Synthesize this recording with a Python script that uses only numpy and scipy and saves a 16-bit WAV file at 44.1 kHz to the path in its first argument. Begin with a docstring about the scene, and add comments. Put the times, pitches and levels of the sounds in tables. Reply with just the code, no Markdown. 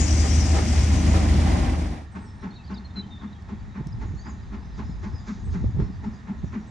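"""At first railway coaches roll past close by: rough wheels on rough rail rumble and roar over a hum,
a rubbing wheel hisses and squeals, and wheels clack across a rail joint. From 1.5 s they fade into open
country, leaving the wash of a distant steam locomotive. From 2.2 s its exhaust rasps and booms in the
chimney, about four beats a second and slowly quickening, while small birds whistle in the hedges.
From about 3.5 s gusts of a turbulent breeze buffet the microphone, hardest shortly before 6 s."""
import sys
import numpy as np
from scipy import signal
from scipy.fft import irfft, next_fast_len
from scipy.io import wavfile

SR = 44100
rng = np.random.default_rng(int(sys.argv[2]) if len(sys.argv) > 2 else 0)


def persist_wave(psi):
    """Save psi, clipped to +-1, as 16-bit WAV."""
    counts = np.round(np.clip(psi, -1, 1) * 32767).astype(np.int16)
    wavfile.write(sys.argv[1], SR, np.atleast_2d(counts).T)


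N = 295470
T = np.arange(N) / SR
FFT_SIZE = next_fast_len(N, real=True)
HZ = np.maximum(np.arange(FFT_SIZE // 2 + 1) * SR / FFT_SIZE, 1)

# Spectra of the coaches' noises: (frequency [Hz], relative density [dB])
RUMBLE_SPECTRUM = [(20, -37.5), (33, -44), (48, 15), (62, 11.5), (80, 10), (100, 6), (150, -1), (205, 1),
                   (300, 0), (420, -14), (800, -76)]
ROAR_SPECTRUM = [(250, -71), (450, 0.5), (560, 3), (640, 7), (700, 1), (770, 6.5), (880, -1), (1000, 0.5),
                 (1250, -7), (2000, -7)]
RAIL_SPECTRUM = [(800, -4), (1200, 9.5), (1400, 8.5), (1650, 8.5), (2130, 12.5), (2800, 8.5), (4200, 7),
                 (5200, 7), (7500, -4.5), (9300, 4), (11000, -24)]
FLOOR_SPECTRUM = [(110, -16), (160, 6.5), (210, 6.5), (300, -8), (400, -36), (750, -29), (1100, -30)]
CLACK_SPECTRUM = [(60, -4), (200, 3), (320, 17), (480, 18), (850, -3), (1250, 10), (2200, -11), (4000, -21),
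                  (10000, -40)]
RUB_SPECTRUM = [(3000, -2.5), (4250, -17.5), (4650, 10), (5500, 8.5), (6250, 9), (6700, 9.5), (7500, 8),
                (8500, 1.5), (11000, -55)]
# Wheels striking the joint, and wheelsets drumming the floor: (time [s], relative level [dB])
JOINT_IMPACTS = [(.255, -34.5), (.551, -34), (.566, -30.5), (.587, -30), (1.139, -32.5), (1.157, -34),
                 (1.174, -32.5)]
WHEELSET_PASSES = [(1.075, -25), (1.17, -32.5), (1.37, -33), (1.57, -26)]
# Modes of a struck wheel and bogie: (frequency [Hz], relative level [dB], 60 dB decay time [s])
STRUCK_MODES = [(400, -0.5, 0.07), (590, -5, 0.049), (776, 1, 0.08), (996, -11, 0.067), (1254, -9, 0.082),
                (1880, -8, 0.031)]
# Squeals of the rubbing wheel: (time [s], frequency [Hz], relative level [dB])
WHEEL_SQUEALS = [(.035, 6760, -36.5), (.105, 5760, -37), (.19, 5900, -42.5), (.325, 5710, -37.5),
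                 (.395, 5960, -38.5), (.44, 5250, -41), (.69, 5600, -47), (.805, 5450, -45),
                 (.865, 5880, -46), (.99, 6000, -45.5)]
# Resonances of the rubbing wheel, the smokebox and chimney, and the engine's steady ring:
# (frequency [Hz], half width [Hz], relative level [dB])
RUBBED_MODES = [(5900, 190, -14), (6580, 140, -16), (6970, 220, -9), (7400, 340, -31)]
SMOKEBOX_MODES = [(379, 51, -8), (891, 52, -8), (1094, 76, -12), (1350, 41, -12), (1514, 55, -13),
                  (2070, 730, -22.5)]
ENGINE_MODES = [(840, 185, -19), (1846, 67, -24.5), (3700, 390, -30)]
# Relative strength of the exhaust: (time [s], rasp [dB], bark [dB], boom [dB], boom lag [s])
EXHAUST_STRENGTH = [(2.17, -42, -51.5, -31, .007), (2.45, -42, -48, -33, 0.016),
                    (2.71, -42, -65, -29, .0078), (2.98, -45, -56, -27.5, 0.0044),
                    (3.23, -49, -52, -31.5, 0.022), (3.51, -45.5, -55, -29.5, 0.027),
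                    (3.77, -47, -48.5, -31.5, .014), (4.02, -44.5, -51, -40.5, 0.017),
                    (4.27, -45, -47.5, -34, 0.01), (4.54, -44, -52, -33, 0.011),
                    (4.8, -41.5, -49.5, -32.5, 0.0072), (5.05, -43, -50, -34, 0.018),
                    (5.29, -45.5, -44.5, -28.5, .018), (5.55, -43, -49.5, -26, 0.01),
                    (5.81, -43, -53, -30.5, 0.0082), (6.05, -45.5, -55, -27.5, 0.024),
                    (6.28, -48.5, -54, -26, 0.017), (6.55, -43, -46.5, -28, 0.024)]
# Unevenness of the four beats in a turn of the driving wheels: (offset [s])
BEAT_OFFSETS = [-0.0077, 0.0021, 0.0059, 0.0007]
# Spectra of the locomotive's noises: (frequency [Hz], relative density [dB])
RASP_SPECTRUM = [(100, -13), (200, 20), (300, 21), (490, -2.5), (700, 2.5), (900, -8.5), (1450, -11),
                 (2100, -3), (3100, -13), (7000, -20), (9000, -56)]
BARK_SPECTRUM = [(800, -11.5), (1200, 3), (1600, 0), (2100, -4), (2500, -8.5), (3100, -25)]
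STEAM_SPECTRUM = [(2000, -24.5), (3400, 17.5), (4800, 17.5), (6800, 19), (8300, -4), (11000, -48)]
WASH_SPECTRUM = [(25, 6), (70, 26.5), (200, 10.5), (330, 3), (520, -8), (700, -7), (870, -7), (1300, -4),
                 (1830, -8), (2300, -12.5), (3100, -18.5), (6900, -21.5), (8500, -35), (15000, -67.5)]
# Steam escaping with some beats, and the course of the engine's wash: (time [s], level [dB])
STEAM_ESCAPES = [(4.03, -63), (4.79, -62), (5.05, -60.5), (5.29, -54.5), (5.545, -58), (6.05, -69)]
WASH_ENVELOPE = [(1.6, -42), (2.0, -41), (6.7, -40)]
# Left-right coherence beside the track and across the fields: (frequency [Hz], correlation [-1 to 1])
NEAR_COHERENCE = [(80, 0.98), (200, .92), (500, 0.57), (750, 0.39), (1100, 0.036), (1500, -0.016),
                  (2000, 0.83), (3300, 0.42), (4800, -0.37), (6000, 0.68), (9000, -0.53), (13000, -0.65)]
FAR_COHERENCE = [(100, 0.93), (400, 0.84), (1150, 0.65), (1550, -0.51), (2000, 0.96), (3100, 0.63),
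                 (4500, 1), (9000, 0.15)]
# Lean of the distant sound: (frequency [Hz], left minus right [dB])
FAR_LEAN = [(200, 0), (650, 2.5), (900, 4), (1350, 2.5), (1750, -14.5), (1900, -7.5), (2200, 0),
            (4000, 0.5)]
# Gusts at the microphone: (time [s], half length [s], relative level [dB])
WIND_GUSTS = [(3.628, 0.07, -36.5), (4.015, 0.13, -33), (4.517, 0.3, -40), (4.978, 0.22, -35),
              (5.497, 0.08, -30.5), (5.655, 0.038, -23.5), (5.806, 0.04, -24), (5.957, 0.11, -35),
              (6.45, 0.064, -36.5)]
# Eddies at its ports, the smaller ones higher: (time [s], frequency [Hz], peak level [dB])
PORT_EDDIES = [(1.386, 135, -15.5), (3.809, 138.3, -21.5), (3.871, 144.6, -25.5), (3.948, 131.6, -30.5),
               (4.057, 102, -25.5), (4.111, 86, -28.5), (4.138, 140, -25.5), (4.157, 79.8, -27.5),
               (4.897, 172.2, -25.5), (5.145, 91.7, -22), (5.471, 82.7, -24), (5.495, 78.3, -24),
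               (5.529, 85.3, -25), (5.628, 93, -21.5), (5.644, 220.4, -20.5), (5.665, 85.7, -22),
               (5.695, 114.6, -24.5), (5.751, 91, -21), (5.775, 135, -23), (5.799, 158.4, -16.5),
               (5.828, 107.8, -17.5), (5.848, 197.8, -27), (5.904, 182, -27), (6.444, 156.3, -21.5)]
# Spectra of the wind and of crumpling eddies: (frequency [Hz], relative density [dB])
WIND_SPECTRUM = [(18, -41.5), (32, -13), (50, 6.5), (90, 1.5), (140, -6), (220, -13), (400, -37),
                 (900, -74.5)]
CRUMPLE_SPECTRUM = [(150, -1.5), (320, 8), (460, -4.5), (700, -19.5), (1000, -21), (1600, -40)]
# Whistled notes: (time [s], length [s], start [Hz], end [Hz], bend [exponent], relative level [dB])
BIRD_NOTES = [(2.11, 0.049, 8200, 8440, 1.3, -61), (2.19, 0.086, 8230, 8100, 0.68, -60.5),
              (2.32, 0.13, 8500, 8700, 1.6, -71.5), (2.245, 0.074, 5970, 5220, 2.6, -58),
              (2.398, 0.039, 5740, 5300, 0.95, -60), (2.503, 0.019, 4140, 4380, 1.3, -53),
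              (2.52, 0.017, 3840, 3630, 1.2, -52), (2.535, 0.043, 4380, 4160, 0.89, -54),
              (2.552, .036, 3950, 3560, 0.5, -49), (2.582, 0.032, 2730, 2540, 1.3, -55),
              (2.59, 0.027, 3920, 3870, 1.1, -55), (2.638, .03, 4400, 5000, 0.95, -53.5),
              (2.64, 0.032, 3550, 2920, 0.96, -61), (2.667, 0.027, 4850, 3680, 0.77, -52),
              (2.74, 0.011, 4360, 5240, 1.5, -47.5), (2.746, 0.0086, 5060, 4580, 1.3, -49),
              (2.748, 0.035, 4150, 3560, 1.6, -48.5), (2.774, 0.016, 4880, 4170, 2.4, -46),
              (2.845, .029, 4260, 4160, 0.97, -48), (2.897, .014, 3600, 3700, 1, -55),
              (2.957, 0.061, 4126, 3970, 1.1, -36), (3.009, 0.013, 3960, 3730, 1, -46),
              (3.021, 0.033, 3240, 3080, 2.9, -51), (3.104, 0.043, 3710, 3630, 1.9, -47),
              (3.143, 0.042, 3610, 3570, 1.2, -48.5), (3.195, 0.016, 3570, 3800, 1, -49.5),
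              (3.212, 0.015, 3650, 3200, 1, -52), (3.268, .025, 3680, 3570, 1, -55),
              (3.328, 0.012, 4060, 3700, 1.5, -48.5), (3.347, 0.018, 3350, 3200, 1.5, -56),
              (3.585, 0.037, 4620, 4540, 1, -64), (3.69, .05, 3850, 3700, 1, -59),
              (3.872, 0.018, 5940, 5200, 1.1, -56.5), (3.921, 0.013, 5060, 4880, .8, -51.5),
              (4.165, 0.14, 4150, 4920, 2.8, -53.5), (4.83, 0.12, 5120, 5040, 1, -62),
              (5.13, 0.086, 5180, 4680, 0.72, -52.5), (5.44, 0.033, 8740, 7830, 2.1, -59),
              (6.43, .078, 6250, 5100, 0.82, -62), (6.67, 0.033, 7960, 7700, 1, -60)]
# High hooked chirps: (time of the fall [s], top frequency [Hz], relative level [dB])
HOOKED_CHIRPS = [(4.05, 7150, -61), (4.172, 7120, -54), (4.281, 7230, -51.5)]
# Far twittering birds: (frequency [Hz], relative level [dB], start [s], end [s])
FAR_BIRDS = [(3800, -66, 1.9, 5.6), (5000, -64.5, 4.4, 6.2), (6520, -65.5, 3.9, 6.7)]
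# Small ticks nearby: (time [s], level [dB])
NEAR_TICKS = [(3.424, -60), (3.872, -47)]
# Their spectrum: (frequency [Hz], relative density [dB])
TICK_SPECTRUM = [(3000, 0), (5500, 12), (8000, -1), (10000, -5), (14000, -43)]

RUB_LEAN_DB, RUB_LAG_MS = 12, .34  # the rubbing wheel is louder and later on the left
FIRST_BEAT_S, BEAT_GAP_S, QUICKEN_S = 2.179, .26804, .0014  # each gap is QUICKEN_S shorter
FADE_FROM_S, FADE_TO_S = 1.504, 2.082


def coaches():
    """Forced vibration: wheel and rail roughness shakes the bodies and rings the rails; joints jolt."""
    coherence = by_pitch(NEAR_COHERENCE)
    jolts = bursts(JOINT_IMPACTS, rise=.021, decay=.013)
    rumble = passing(db=-22, swell_db=3)
    roar = np.hypot(passing(db=-38, swell_db=6.5), from_db(-5.5) * jolts)
    rail = np.hypot(passing(db=-38, swell_db=-.86), from_db(-11) * jolts)
    out = rumble * noise(colour(RUMBLE_SPECTRUM), coherence, lean_db=.7)
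    out += roar * from_db(1.5 * drift(20)) * noise(colour(ROAR_SPECTRUM), coherence, lean_db=-1.5)
    ring_db = colour(RAIL_SPECTRUM)
    ring_db = np.maximum(ring_db, ring_db.max() - 27.5)  # an even sizzle beneath the ring
    out += rail * from_db(.85 * drift(25)) * noise(ring_db, coherence, lean_db=.6)
    drumming = bursts(WHEELSET_PASSES, rise=.082, decay=.053)
    out += drumming * noise(colour(FLOOR_SPECTRUM), coherence, lean_db=2)
    clacks = from_db(-1.5) * bursts(JOINT_IMPACTS, rise=.0033, decay=.014, tail_db=-1, tail=.016)
    return out + clacks * noise(colour(CLACK_SPECTRUM), coherence, lean_db=-.5)


def knocks():
    """Impact excitation: a wheel drops onto the next rail and rings in a random mix of damped modes."""
    out, age = np.zeros(N), T[:SR // 4]
    for s, db in JOINT_IMPACTS:
        for hz, mode_db, t60 in STRUCK_MODES:
            chance = rng.standard_normal()
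            amplitude = np.sign(chance) * from_db(db + mode_db + 1.2 * chance)
            add(out, s, amplitude * from_db(-60 * age / t60) * np.sin(2 * np.pi * hz * age))
    return out * pan(-1)


def hum(hz=76.1):
    """Nearly simple harmonic motion: a low tone from the coaches wavers slightly in pitch and level."""
    phase = 2 * np.pi * np.cumsum(hz * (1 + .00016 * drift(4.7))) / SR
    level = passing(db=-20.5, swell_db=-.5) * from_db(.19 * drift(14))
    return level * np.sqrt(2) * np.sin(phase) * pan(.69)


def rubbing(loss_db_per_s=7.5):
    """Sliding friction: steel hisses on steel, and the receding wheel's modes flare up at random."""
    hiss = from_db(1.5 * drift(32)) * noise(colour(RUB_SPECTRUM), .84, RUB_LEAN_DB, RUB_LAG_MS)
    for hz, width_hz, db in RUBBED_MODES:
        flare = unit_rms(from_db(5 * np.tanh(drift(14)) + 1.5 * drift(90)))
        hiss += from_db(db) * flare * noise(resonance(hz, width_hz), 1, RUB_LEAN_DB, RUB_LAG_MS)
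    return from_db(-34.5 - loss_db_per_s * T) * hiss


def squeals():
    """Frictional excitation: a wheel mode catches for a moment and rings as a rough, narrow note."""
    out = np.zeros((2, N))
    roughness = drift(205) + 1j * drift(220)
    lag = np.array([[RUB_LAG_MS / 1000], [0]])
    for s, hz, db in WHEEL_SQUEALS:
        near = np.abs(T - s) < .1
        swell = from_db(db) * np.exp(-((T[near] - s) / .039) ** 2)
        carrier = np.exp(2j * np.pi * hz * (T[near] - lag))
        out[:, near] += swell * np.real(roughness[near] * carrier)
    return out * pan(RUB_LEAN_DB)


def passing(db, swell_db, nearest_s=1.85, spread_s=.69):
    """A moving source: the gain swells, or dips, in a bell curve as a pair of bogies goes by."""
    return from_db(db + swell_db * np.exp(-((T - nearest_s) / spread_s) ** 2))


def exhaust():
    """Pulsed flow: each beat is a rasp of steam with a bark at its front and a boom just after."""
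    times, rasp_db, bark_db, boom_db, boom_lag = beats()
    out = rasp(zip(times, rasp_db)) + bark(zip(times, bark_db))
    return out + chimney_boom(list(zip(times + boom_lag, boom_db))) + escaping_steam()


def beats(count=18):
    """Four beats to a wheel turn, slowly quickening: their times, three levels and boom lags."""
    k = np.arange(count)
    offset = np.array(BEAT_OFFSETS)[k % len(BEAT_OFFSETS)]
    times = FIRST_BEAT_S + k * BEAT_GAP_S - QUICKEN_S * k * (k - 1) / 2 + offset
    when, *columns = np.transpose(EXHAUST_STRENGTH)
    return [times] + [np.interp(times, when, column) for column in columns]


def rasp(pulses):
    """Jet noise: steam excites the resonances of smokebox and chimney; woods scatter a tail."""
    jet = from_db(1) * distant_noise(colour(RASP_SPECTRUM))
    for hz, width_hz, db in SMOKEBOX_MODES:  # moving air colours every beat differently
        jet += from_db(db + 2 * drift(4.6)) * distant_noise(resonance(hz, width_hz))
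    envelope = bursts(pulses, rise=.012, decay=.021, tail_db=-3.5, tail=.043, delay=-.0047)
    return envelope * from_db(2 + drift(57)) * reflected(jet)


def reflected(direct, lag_ms=4.69, shift_ms_per_s=.05, share=.45):
    """Interference: a close reflection makes a comb filter that slides as the engine moves."""
    lag = (lag_ms + shift_ms_per_s * (T - FIRST_BEAT_S)) / 1000
    echo = np.array([np.interp(T - lag, T, side) for side in direct])
    return (direct + share * echo) / np.hypot(1, share)


def bark(pulses):
    """Amplitude-modulated noise: the throat of the blast pipe barks raggedly on a hard beat."""
    ragged = unit_rms(from_db(2 * drift(160)) * distant_noise(colour(BARK_SPECTRUM)))
    return bursts(pulses, rise=.011, decay=.032, delay=-.009) * ragged


def chimney_boom(pulses, hz=202.5, waver_hz=12.98):
    """Air-column resonance: the chimney sounds a wavering note, trailed by its scattered ring."""
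    column = np.sqrt(2) * np.sin(2 * np.pi * np.cumsum(hz + waver_hz * drift(25.75)) / SR)
    direct = bursts(pulses, rise=.013, decay=.017) * column * pan(.5)
    scattered = from_db(-11) * noise(resonance(hz, width_hz=29), .89)
    return direct + bursts(pulses, rise=.022, decay=.022, tail_db=-2, tail=.1) * scattered


def escaping_steam():
    """Jet noise: puffs of steam hiss with some of the beats."""
    puffs = bursts(STEAM_ESCAPES, rise=.02, decay=.0037, tail_db=-2.5, tail=.059)
    return puffs * noise(colour(STEAM_SPECTRUM), 1)


def engine_wash():
    """Broadband noise with resonances: the distant train's steady wash and ring, heard throughout."""
    wash = distant_noise(colour(WASH_SPECTRUM))
    for hz, width_hz, db in ENGINE_MODES:
        wash += from_db(db + 1.65 * drift(8.5)) * distant_noise(resonance(hz, width_hz))
    level_db = np.interp(T, *np.transpose(WASH_ENVELOPE))
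    return from_db(level_db + .23 * drift(17)) * wash


def breeze(calm):
    """Turbulent pressure at the microphone's ports comes in gusts; sharp eddies add a higher crumple."""
    gust_power = sum(from_db(db) ** 2 * np.exp(-((T - s) / half) ** 2) for s, half, db in WIND_GUSTS)
    flow = np.sqrt(calm ** 2 + gust_power)
    lumps, sharpness = eddies()
    crumple = from_db(-27) * sharpness ** 1.54 * evened(noise(colour(CRUMPLE_SPECTRUM), .85))
    buffeting = flow * from_db(1) * evened(noise(colour(WIND_SPECTRUM), .56))
    return buffeting + lumps + crumple


def eddies(half_length_cycles=1.09, sag_octaves_per_s=18, lean_db=8):
    """Pressure oscillation: each slowing eddy pushes and pulls briefly. Gives sound and sharpness."""
    lumps, sharpness = np.zeros((2, N)), np.zeros(N)
    for s, hz, db in PORT_EDDIES:
        half_turns, side = rng.uniform(-1.15, 1, 2)
        near = np.abs(T - s) < .06
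        age = T[near] - s
        swell = from_db(db) * np.exp(-(age * hz / half_length_cycles) ** 2)
        cycles = np.cumsum(hz * 2 ** (-sag_octaves_per_s * age)) / SR
        lumps[:, near] += swell * np.sin(2 * np.pi * cycles + np.pi * half_turns) * pan(lean_db * side)
        sharpness[near] += swell * hz
    return lumps, sharpness / sharpness.max()


def birds(near_db=-45):
    """Direct and scattered sound: the hedge blurs far notes most, and the wood trails them all."""
    to_trees, direct = np.zeros((2, N))
    for s, length, start_hz, end_hz, bend, db in list(BIRD_NOTES) + chirp_notes():
        octaves_per_s = abs(np.log2(end_hz / start_hz)) / length
        far = np.clip((near_db - db) / 10, 0, 1)  # the faintest birds are the farthest
        quaver = min(.002 + .002 * octaves_per_s + .011 * far, .026)  # fast sweeps are raspy
        note = from_db(db) * whistle(length, start_hz, end_hz, bend, quaver)
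        add(direct, s, (1 - far / 2) * note)
        add(to_trees, s, (1 + 3 * far) / 4 * note)
    hedge = from_db(-6) * trees(to_trees, t60=.13)
    wood = from_db(-6.5) * trees(to_trees, t60=.45)
    return direct * from_db(1.2 * drift(70)) + hedge + wood


def chirp_notes(flick_lead_s=.026, flick_s=.009, fall_s=.049):
    """Frequency sweeps: each hooked chirp is two notes, an upward flick and an arching fall."""
    notes = []
    for s, top_hz, db in HOOKED_CHIRPS:
        low_hz = .8 * top_hz
        notes.append((s - flick_lead_s, flick_s, low_hz, top_hz, 1, db - 1.5))
        notes.append((s, fall_s, top_hz, low_hz, .6, db))
    return notes


def whistle(length, start_hz, end_hz, bend, quaver):
    """Frequency modulation: a quavering note glides early if bend is above 1, late if below."""
    progress = np.linspace(0, 1, int(length * SR))
    hz = end_hz + (start_hz - end_hz) * (1 - progress) ** bend
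    hz *= 1 + quaver * np.interp(progress, np.linspace(0, 1, 40), rng.standard_normal(40))
    return np.sqrt(np.abs(np.sin(np.pi * progress))) * np.sin(2 * np.pi * np.cumsum(hz) / SR)


def chorus(notes_per_bird=32):
    """Reverberant sound: far birds twitter in short random slides, and only their scatter arrives."""
    song = np.zeros(N)
    for hz, db, first, last in FAR_BIRDS:
        for when, size, height, *slide in rng.random((notes_per_bird, 5)):
            start_hz, end_hz = hz * (1 + .16 * (height + np.array(slide) - 1))
            note = whistle(.02 + .05 * size, start_hz, end_hz, bend=1, quaver=.025)
            add(song, first + when * (last - first), from_db(db) * note)
    return from_db(-1.5) * trees(song, t60=.25)


def trees(x, t60):
    """Multiple scattering: trunks and twigs give a dying tail, nearly alike on both sides."""
    mid, side = rng.standard_normal((2, SR)) * from_db(-60 * T[:SR] / t60)
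    response = (mid + .28 * side * [[1], [-1]]) / np.sqrt(np.sum(mid ** 2))
    return signal.fftconvolve(x[None], response, axes=1)[:, :N]


def ticks():
    """Broadband transients: tiny dry clicks nearby."""
    envelope = bursts(NEAR_TICKS, rise=.0014, decay=.0008, tail_db=-18, tail=.01)
    return envelope * noise(colour(TICK_SPECTRUM), .9)


def bursts(rows, rise, decay, tail_db=-60, tail=.1, delay=0):
    """Incoherent addition: envelope of bursts that swell, die and leave a tail; times in seconds."""
    power = np.zeros(N)
    for s, db in rows:
        near = slice(*np.searchsorted(T, [s - .15, s + .9]))
        age = T[near] - s - delay
        before, after = np.minimum(age, 0), np.maximum(age, 0)
        swell = np.exp(-np.minimum((before / rise) ** 2, 50))
        dying = np.exp(-np.minimum((after / decay) ** 2, 50))
        scattered = from_db(tail_db) ** 2 * np.exp(-after / tail)
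        power[near] += from_db(db) ** 2 * swell * (dying + scattered)
    return np.sqrt(power)


def noise(colour_db, coherence, lean_db=0, lag_ms=0):
    """Partial coherence: mid and side noises mix to stereo of unit rms; the left may lag."""
    white = rng.standard_normal((2, 2 * len(HZ)), dtype=np.float32).view(np.complex64)
    mid, side = white * from_db(colour_db).astype(np.float32)
    coherence = np.clip(coherence, -.999, .999)
    mid, side = np.sqrt(1 + coherence) * mid, np.sqrt(1 - coherence) * side
    spectra = np.array([mid + side, mid - side]) * pan(lean_db)
    left, right = irfft(spectra.astype(np.complex64), FFT_SIZE)[:, :N]
    return unit_rms(np.array([np.roll(left, round(lag_ms * SR / 1000)), right], float))


def distant_noise(colour_db):
    """Noise with the coherence and lean of sound from across the fields."""
    return noise(colour_db, by_pitch(FAR_COHERENCE), by_pitch(FAR_LEAN))


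def evened(x):
    """Compression: dividing by the envelope removes most of a noise's swings of level."""
    envelope = np.abs(signal.hilbert(x.astype(np.float32), FFT_SIZE)[:, :N]).mean(0)
    return unit_rms(x / (envelope + .35))


def drift(rate_hz, step=40):
    """Random modulation of unit spread: noise through a two-pole low-pass."""
    pole = np.exp(-2 * np.pi * rate_hz * step / SR)
    count = N // step
    slow = signal.lfilter([1], [1, -2 * pole, pole * pole], rng.standard_normal(2 * count))[count:]
    return np.interp(np.arange(N) / step, np.arange(count), unit_rms(slow))


def resonance(hz, width_hz):
    """Response in dB of a steep-sided resonance."""
    return -20 * np.log10(1 + ((HZ - hz) / width_hz) ** 2)


def colour(points):
    """Band-limited spectrum in dB, falling 20 dB an octave beyond its end points."""
    octaves_beyond = np.log2(np.maximum(1, np.maximum(HZ / points[-1][0], points[0][0] / HZ)))
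    return by_pitch(points) - 20 * octaves_beyond


def by_pitch(points):
    """Linear interpolation over log frequency."""
    hz, values = np.transpose(points)
    return np.interp(np.log(HZ), np.log(hz), values)


def pan(lean_db):
    """Left and right gains for a level difference."""
    return from_db(np.array([[.5], [-.5]]) * lean_db)


def add(track, s, sound):
    """Superposition: add a sound to a track at s seconds."""
    part = track[int(s * SR):][:len(sound)]
    part += sound[:len(part)]


def from_db(db):
    """Decibels to amplitude ratio."""
    return np.exp(np.asarray(db) * (np.log(10) / 20))


def unit_rms(x):
    """Normalisation to unit power."""
    return x / np.sqrt(np.mean(x ** 2) + 1e-20)


def scene():
    """Superposition: the coaches fade out, unmasking the engine in the fields, as light air fades in."""
    fade = np.clip((FADE_TO_S - T) / (FADE_TO_S - FADE_FROM_S), 0, 1)
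    train = coaches() + knocks() + hum() + rubbing() + squeals()
    fields = engine_wash() + exhaust() + birds() + chorus() + ticks()
    return fade * train + fields + breeze(calm=from_db(-53) * (1 - fade))


def record(dry):
    """Band limiting: a steep low-pass stops the treble above 16.4 kHz."""
    return signal.sosfilt(signal.cheby2(14, 70, 16400, fs=SR, output="sos"), dry)


dry = scene()
out = record(dry)
persist_wave(out)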